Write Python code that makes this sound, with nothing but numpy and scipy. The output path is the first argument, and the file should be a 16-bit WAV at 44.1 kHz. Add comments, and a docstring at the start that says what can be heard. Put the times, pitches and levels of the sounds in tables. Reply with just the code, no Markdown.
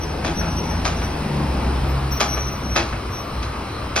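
"""Loose manhole cover at a busy junction

Tyres tip an iron cover, which clanks and chatters in its frame; the shop fronts across the road
echo each clank. A car drives close past with a low engine drone and tyre roar, while brakes
squeal on and off over steady traffic. Heard on a closely spaced microphone pair."""
import sys
import numpy as np
from scipy import signal
from scipy.fft import rfft, irfft, next_fast_len
from scipy.io import wavfile
from scipy.ndimage import uniform_filter1d, map_coordinates

SR = 44100
rng = np.random.default_rng(int(sys.argv[2]) if len(sys.argv) > 2 else 0)


def unload_audio(sound):
    """Save the sound as a 16-bit wav file, at the path given as the first command line argument."""
    columns = np.transpose(np.atleast_2d(sound))
    # keep every value between -1 and 1, then stretch to whole-number steps
    steps = np.round(np.clip(columns, -1, 1) * 32767)
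    wavfile.write(sys.argv[1], SR, steps.astype(np.int16))


N = 176400
TIME = np.arange(N) / SR
STREET_T60_S, TOP_HZ = .61, 15800


def amp(db):
    """Decibels to gain."""
    return 10 ** (np.asarray(db) / 20)


def unit(x):
    """Scale to rms 1."""
    return x / np.sqrt(np.mean(x ** 2) + 1e-20)


def along(points, hz):
    """Read (Hz, value) points on a log frequency axis."""
    f, v = np.transpose(points)
    return np.interp(np.log(hz + 1), np.log(f + 1), v)


def curves(rows):
    """One value per sample for each column after the time."""
    s, *cols = np.transpose(rows)
    return [np.interp(TIME, s, c) for c in cols]


def wobble(rate):
    """A smooth random curve, rate knots a second."""
    return map_coordinates(rng.standard_normal(int(N * rate / SR) + 4), [TIME * rate])


def filtered(x, response):
    """Filter x by a function of frequency."""
    m = next_fast_len(N + SR // 2)
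    return irfft(rfft(x, m) * response(np.fft.rfftfreq(m, 1 / SR)), m)[..., :N]


def burst(t60):
    """Two unrelated decaying noises, each of energy 1."""
    t = np.arange(SR // 2) / SR
    x = rng.standard_normal((2, len(t))) * np.exp(-np.log(1000) * t / t60)
    return x / np.linalg.norm(x, axis=1, keepdims=True)


def rush(spectrum, patchy_db):
    """Two unrelated coloured noises of rms 1 with patches of random gain."""
    z = signal.stft(rng.standard_normal((2, N)), nperseg=1024)[2]
    patches = uniform_filter1d(rng.standard_normal(z.shape[1:]), size=5, axis=0)
    patches = uniform_filter1d(patches, size=9, axis=1)
    pair = signal.istft(z * amp(patchy_db * unit(patches)), nperseg=1024)[1][:, :N]
    return unit(filtered(pair, lambda hz: amp(along(spectrum, hz))))


def traffic():
    """Exhaust rumble, body drone, tyre roar and tread hiss all around, with a thin hiss far off."""
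    # Loudness of each layer. Each row: time in seconds, level in dB.
    rumble_level = [(0, -30), (.5, -30), (1.05, -25.5), (1.3, -37), (1.85, -22.5), (2.2, -35.5), (3.1, -25),
                    (3.3, -36.5), (3.37, -24), (3.5, -28), (3.58, -34), (4, -27)]
    body_level = [(0, -28.5), (.9, -30.5), (1.85, -28), (2.05, -32), (2.3, -33), (2.45, -32.5), (3, -33.5),
                  (4, -36.5)]
    roar_level = [(0, -32.5), (.7, -30), (1.4, -29), (1.85, -29), (2.15, -30.5), (2.7, -32.5), (3.2, -32),
                  (3.5, -31.5), (4, -31.5)]
    hiss_level = [(0, -40.5), (.6, -38.5), (1.1, -38), (1.8, -38.5), (2.1, -39.5), (2.7, -41), (3.15, -41),
                  (3.4, -41.5), (4, -41)]
    thin_level = [(0, -54), (2, -48), (3.25, -52), (3.35, -45), (3.6, -51), (3.76, -41.5), (3.88, -53),
                  (4, -53)]
    # Colour of each layer. Each row: frequency in Hz, relative density in dB.
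    rumble_colour = [(15, -60), (25, -40), (40, -24.5), (55, 5), (80, -7), (110, -6.5), (160, -17),
                     (400, -92)]
    body_colour = [(60, -7), (110, -5), (200, 0.5), (350, -2.5), (500, -8.5), (900, -17), (2000, -87)]
    near_colour = [(200, -0.5), (450, -7), (850, 0.5), (1200, -5.5), (1700, -9), (2400, -15), (4000, -38),
                   (8000, -56)]
    far_colour = [(200, 2.5), (450, -0.5), (750, -1), (1200, 3.5), (1700, -8), (2400, -8.5), (4000, -36),
                  (8000, -62)]
    hiss_colour = [(1200, -20), (2500, 6.5), (3400, 2), (4200, -1.5), (5200, 3), (6800, -11), (8700, -7),
                   (10000, -11), (12500, -15.5), (15800, -19)]
    thin_colour = [(3000, -30), (3700, -11), (4020, 0), (4300, -1), (4500, -14), (5200, -35)]
    rumble = amp(curves(rumble_level)[0]) * rush(rumble_colour, patchy_db=-2)
    body = amp(curves(body_level)[0]) * rush(body_colour, patchy_db=2)
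    near = np.interp(TIME, [1.54, 2.27], [1, 0])  # the close car gives way to distant traffic
    tyres = np.sqrt(near) * rush(near_colour, patchy_db=1.5)
    tyres += np.sqrt(1 - near) * rush(far_colour, patchy_db=.75)
    roar = amp(curves(roar_level)[0] + .46 * wobble(9.9)) * tyres
    hiss = amp(curves(hiss_level)[0] + .29 * wobble(20)) * rush(hiss_colour, patchy_db=1.3)
    thin = amp(curves(thin_level)[0]) * rush(thin_colour, patchy_db=1)
    return rumble + body + roar + hiss + thin


def engine(rough=.095, fade_db_per_s=19):
    """Three firing orders of the close car, sinking in pitch as it goes by, then fading away."""
    # Each row: time in seconds, firing rate in Hz, levels of orders 1, 2 and 3 in dB before trim.
    drive_by = [(0, 74.3, -31.5, -41.5, -52), (.5, 82.2, -33, -28.5, -53), (.85, 84.8, -29, -35.5, -34),
                (1.15, 77.75, -30, -38, -46), (1.3, 73.3, -36, -25, -33.5), (1.42, 69.68, -27, -23, -26.5),
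                (1.58, 65.8, -21.5, -40.5, -41.5), (1.85, 66.93, -22.5, -26, -31.5),
                (2.05, 67.9, -24, -26, -43), (2.25, 66.7, -30, -35.5, -51), (2.5, 66.2, -32.5, -33, -48),
                (2.8, 65.9, -31, -41, -63)]
    # One trim in dB for each order.
    trims = [-.5, -.5, -2]
    hz, *levels = curves(drive_by)
    phase = 2 * np.pi * np.cumsum(hz) / SR
    drone = np.zeros(N)
    for order, (db, trim) in enumerate(zip(levels, trims), 1):
        gain = amp(db + trim) * (1 + rough * wobble(29.86))
        drone += gain * np.sin(order * phase + rng.uniform(0, 2 * np.pi))
    gone_s = np.maximum(TIME - drive_by[-1][0], 0)
    return np.sqrt(2) * drone * amp(-fade_db_per_s * gone_s)


def brakes(waver_hz=9, neighbour_hz=30, flicker_db=2, attack_share=.4, release_s=.04):
    """Brake discs sing in short whistles with a faint octave; a rough neighbouring mode adds flutter."""
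    # Each row: start and length in seconds, pitch and glide in Hz, relative level in dB,
    # share of the neighbouring mode.
    squeals = [(0, .045, 5800, 0, -39, .6), (.335, .08, 5840, -50, -36.5, .3),
               (.465, .065, 5810, 0, -39, .5), (.55, .05, 5820, 5, -36.5, .35),
               (.61, .06, 5850, -10, -45, 1), (.682, .06, 5810, -35, -39, .5), (.96, .04, 5820, 0, -45, 1),
               (1.02, .035, 5790, 0, -38, .3), (2.108, .055, 5725, 30, -31.5, .08),
               (2.15, .1, 5795, 5, -35, .3), (2.255, .105, 5815, -25, -28, .1),
               (2.36, .125, 5895, -45, -34.5, .45), (2.515, .05, 5885, -40, -42, .4),
               (2.6, .17, 5775, -12, -38.5, .1), (3.1, .095, 5760, 5, -40.5, .05),
               (3.31, .05, 5765, 0, -51, .2), (1.87, .053, 14250, -75, -49, .6),
               (2.1, .075, 14550, 400, -41, .3), (2.494, .06, 14800, 0, -52, .6),
               (3.08, .18, 14350, 150, -51, .6)]
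    out = np.zeros(N)
    waver = waver_hz * wobble(120)
    neighbour = wobble(200) * np.exp(2j * np.pi * neighbour_hz * TIME)
    for start, length, hz, glide_hz, db, rasp in squeals:
        on = (TIME >= start) & (TIME < start + length + release_s)
        age = TIME[on] - start
        attack = np.clip(age / (attack_share * length), 0, 1)
        release = np.clip((length - age) / release_s + 1, 0, 1) ** 2
        tone = np.exp(2j * np.pi * np.cumsum(hz + glide_hz * age / length + waver[on]) / SR)
        octave = amp(-19) * (2 * hz < TOP_HZ) * tone ** 2
        out[on] += amp(db) * attack * release * np.imag(tone * (1 + rasp * neighbour[on]) + octave)
    out = np.sqrt(2) * out * amp(.5 + flicker_db * wobble(55))
    return out + street_tail(out, db=-5.5)


def street_tail(x, db):
    """Sound lingers briefly in the open street."""
    return amp(db) * signal.fftconvolve(np.atleast_2d(x), burst(STREET_T60_S), axes=1)[:, :N]


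def contact(hz, gain, t60, phase, ring_db=-5.5, crack_db=-1.5, scatter_rad=1.2):
    """One touch of iron on its frame: a crack and the cover's damped modes."""
    # Each row: frequency in Hz, relative density in dB.
    crack_colour = [(100, -21), (250, 0.5), (700, 1), (1500, 2.5), (2600, -1.5), (4000, -3), (6500, -3),
                    (8000, -21.5), (11000, -22), (16000, -60)]
    t = np.arange(SR // 5) / SR
    phase = phase + scatter_rad * rng.standard_normal(phase.shape)
    ring = (gain * np.exp(-np.log(1000) * t / t60) * np.sin(2 * np.pi * hz * t + phase)).sum(1)
    noise = np.roll(burst(t60=.028), SR // 1000, axis=1)
    colour = amp(along(crack_colour, np.fft.rfftfreq(noise.shape[1], 1 / SR)))
    crack = irfft(rfft(noise) * colour)[:, :len(t)]
    return amp(ring_db) * unit(ring) + amp(crack_db) * unit(crack)


def cover(level_db=-9, boom_t60_s=.16, detune=.002, gap_s=.0055, bounces=14):
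    """Wheels tip the cover into its frame; gives the direct clanks and those sent across the road."""
    # Each row: start in seconds, relative level in dB, seconds for the chatter to fall 11.5 dB,
    # tilt in dB per octave, rim struck (0 first, 1 opposite), boom in Hz, boom in dB, echo in dB.
    wheels = [(0.247, -28, 0.075, -1, 0.56, 340, -14, -3), (0.852, -24.5, .05, 0, 0.25, 334, -3, -7.5),
              (2.204, -19.5, 0.042, -0.2, 0, 222, -9.5, -9),
              (2.761, -19.5, 0.051, -1, 0.93, 336.7, -1, -13), (3.428, -35.5, 0.031, 0, 0.77, 330, -9, -22),
              (3.962, -21, 0.05, 0.04, 0.39, 280, -2, -12)]
    # Each row: frequency in Hz, relative dB when struck on the first rim and on the opposite rim,
    # T60 in seconds.
    iron_modes = [(553, -20, -9, 0.095), (643, 4.5, 0, 0.083), (718, 3, -0.5, 0.066), (819, -3, -5.5, 0.14),
                  (1178, 3, -4, 0.066), (1267, 2, -3.5, 0.091), (1479, 3, 4.5, 0.035),
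                  (1570, 1.5, -4, 0.052), (1784, 1, -6, 0.039), (2106, -5.5, -17, 0.083),
                  (2337, -3, 3, 0.068), (2520, 0.5, 4, 0.048), (2587, -11, 8, 0.053),
                  (3343, -8.5, -6.5, 0.12), (3990, -12, -5, 0.1)]
    direct, across = np.zeros((2, 2, N))
    for start, db, fall_s, tilt_db, rim, boom_hz, boom_db, echo_db in wheels:
        modes = iron_modes + [(boom_hz, boom_db, boom_db, boom_t60_s)]
        hz, first_db, opposite_db, t60 = np.transpose(modes)[:, :, None]
        hz = hz * (1 + detune * rng.standard_normal(hz.shape))
        gain = amp(first_db + rim * (opposite_db - first_db))
        phase = rng.uniform(0, 2 * np.pi, (2, *hz.shape))
        delays = gap_s * (np.arange(1, bounces + 1) + rng.uniform(-.3, .3, bounces))
        chatter = [(delay, -2.5 - 11.5 * (delay / fall_s) ** 1.27) for delay in delays]
        clank = np.zeros((2, N + SR))
        # A light touch, the blow, then fading chatter that keeps the same modes ringing.
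        for delay, touch_db in [(-.0048, -9.5), (0, 0)] + chatter:
            hit = contact(hz, gain, t60, phase + 2 * np.pi * hz * delay)
            at = round((start + delay) * SR)
            clank[:, at:at + hit.shape[1]] += amp(db + level_db + touch_db) * hit
        tilt = lambda f: amp(tilt_db * np.log2(np.clip(f, 400, 7000) / 1500))
        clank = filtered(clank[:, :N + SR // 4], tilt)
        direct += clank
        across += amp(echo_db) * clank
    return direct, across


def shop_echo(x, delay_s=.166, cutoff_hz=3200):
    """One dull, late reflection from the shop fronts across the road."""
    return filtered(x, lambda hz: np.exp(-2j * np.pi * hz * delay_s) / (1 + (hz / cutoff_hz) ** 4))


def microphones(field):
    """A closely spaced pair: alike in the bass, in and out of step in the treble."""
    # Each row: frequency in Hz, left-right likeness (1 is identical).
    likeness = [(100, .9999), (160, .997), (290, .95), (640, .64), (1400, .68), (3100, .66), (5000, .8),
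                (7400, .98), (8500, .88), (13500, .97)]
    # Each row: frequency in Hz, left minus right in dB.
    balance = [(130, 0), (350, 1.8), (600, 4.8), (1200, 3.8), (2400, -2.2), (4500, -1.1), (8000, 0)]
    # Each row: frequency in Hz, lead of the left port in radians.
    port_lead = [(1400, 0), (2800, 1.1), (5300, 1.4), (7400, 3.14), (9900, 6.28), (11200, 6.8),
                 (13500, 9.42), (15500, 11.5)]
    angle = lambda hz: np.arccos(along(likeness, hz)) / 2
    mid, side = filtered(field, lambda hz: np.array([np.cos(angle(hz)), np.sin(angle(hz))]))
    split = lambda points, hz: np.outer([.5, -.5], along(points, hz))
    ports = lambda hz: amp(split(balance, hz)) * np.exp(1j * split(port_lead, hz))
    return filtered(np.array([mid + side, mid - side]), ports)


def scene():
    """The junction as it reaches the microphones."""
    direct, across = cover()
    clanks = direct + street_tail(direct, db=-8.5) + shop_echo(across)
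    return microphones(clanks + engine() + traffic() + brakes())


def record(dry, ceiling=.72):
    """The recorder rounds off the tallest peaks and keeps nothing above its band limit."""
    rounded = dry / (1 + np.abs(dry / ceiling) ** 6) ** (1 / 6)
    return filtered(rounded, lambda hz: hz < TOP_HZ)


dry = scene()
out = record(dry)
unload_audio(out)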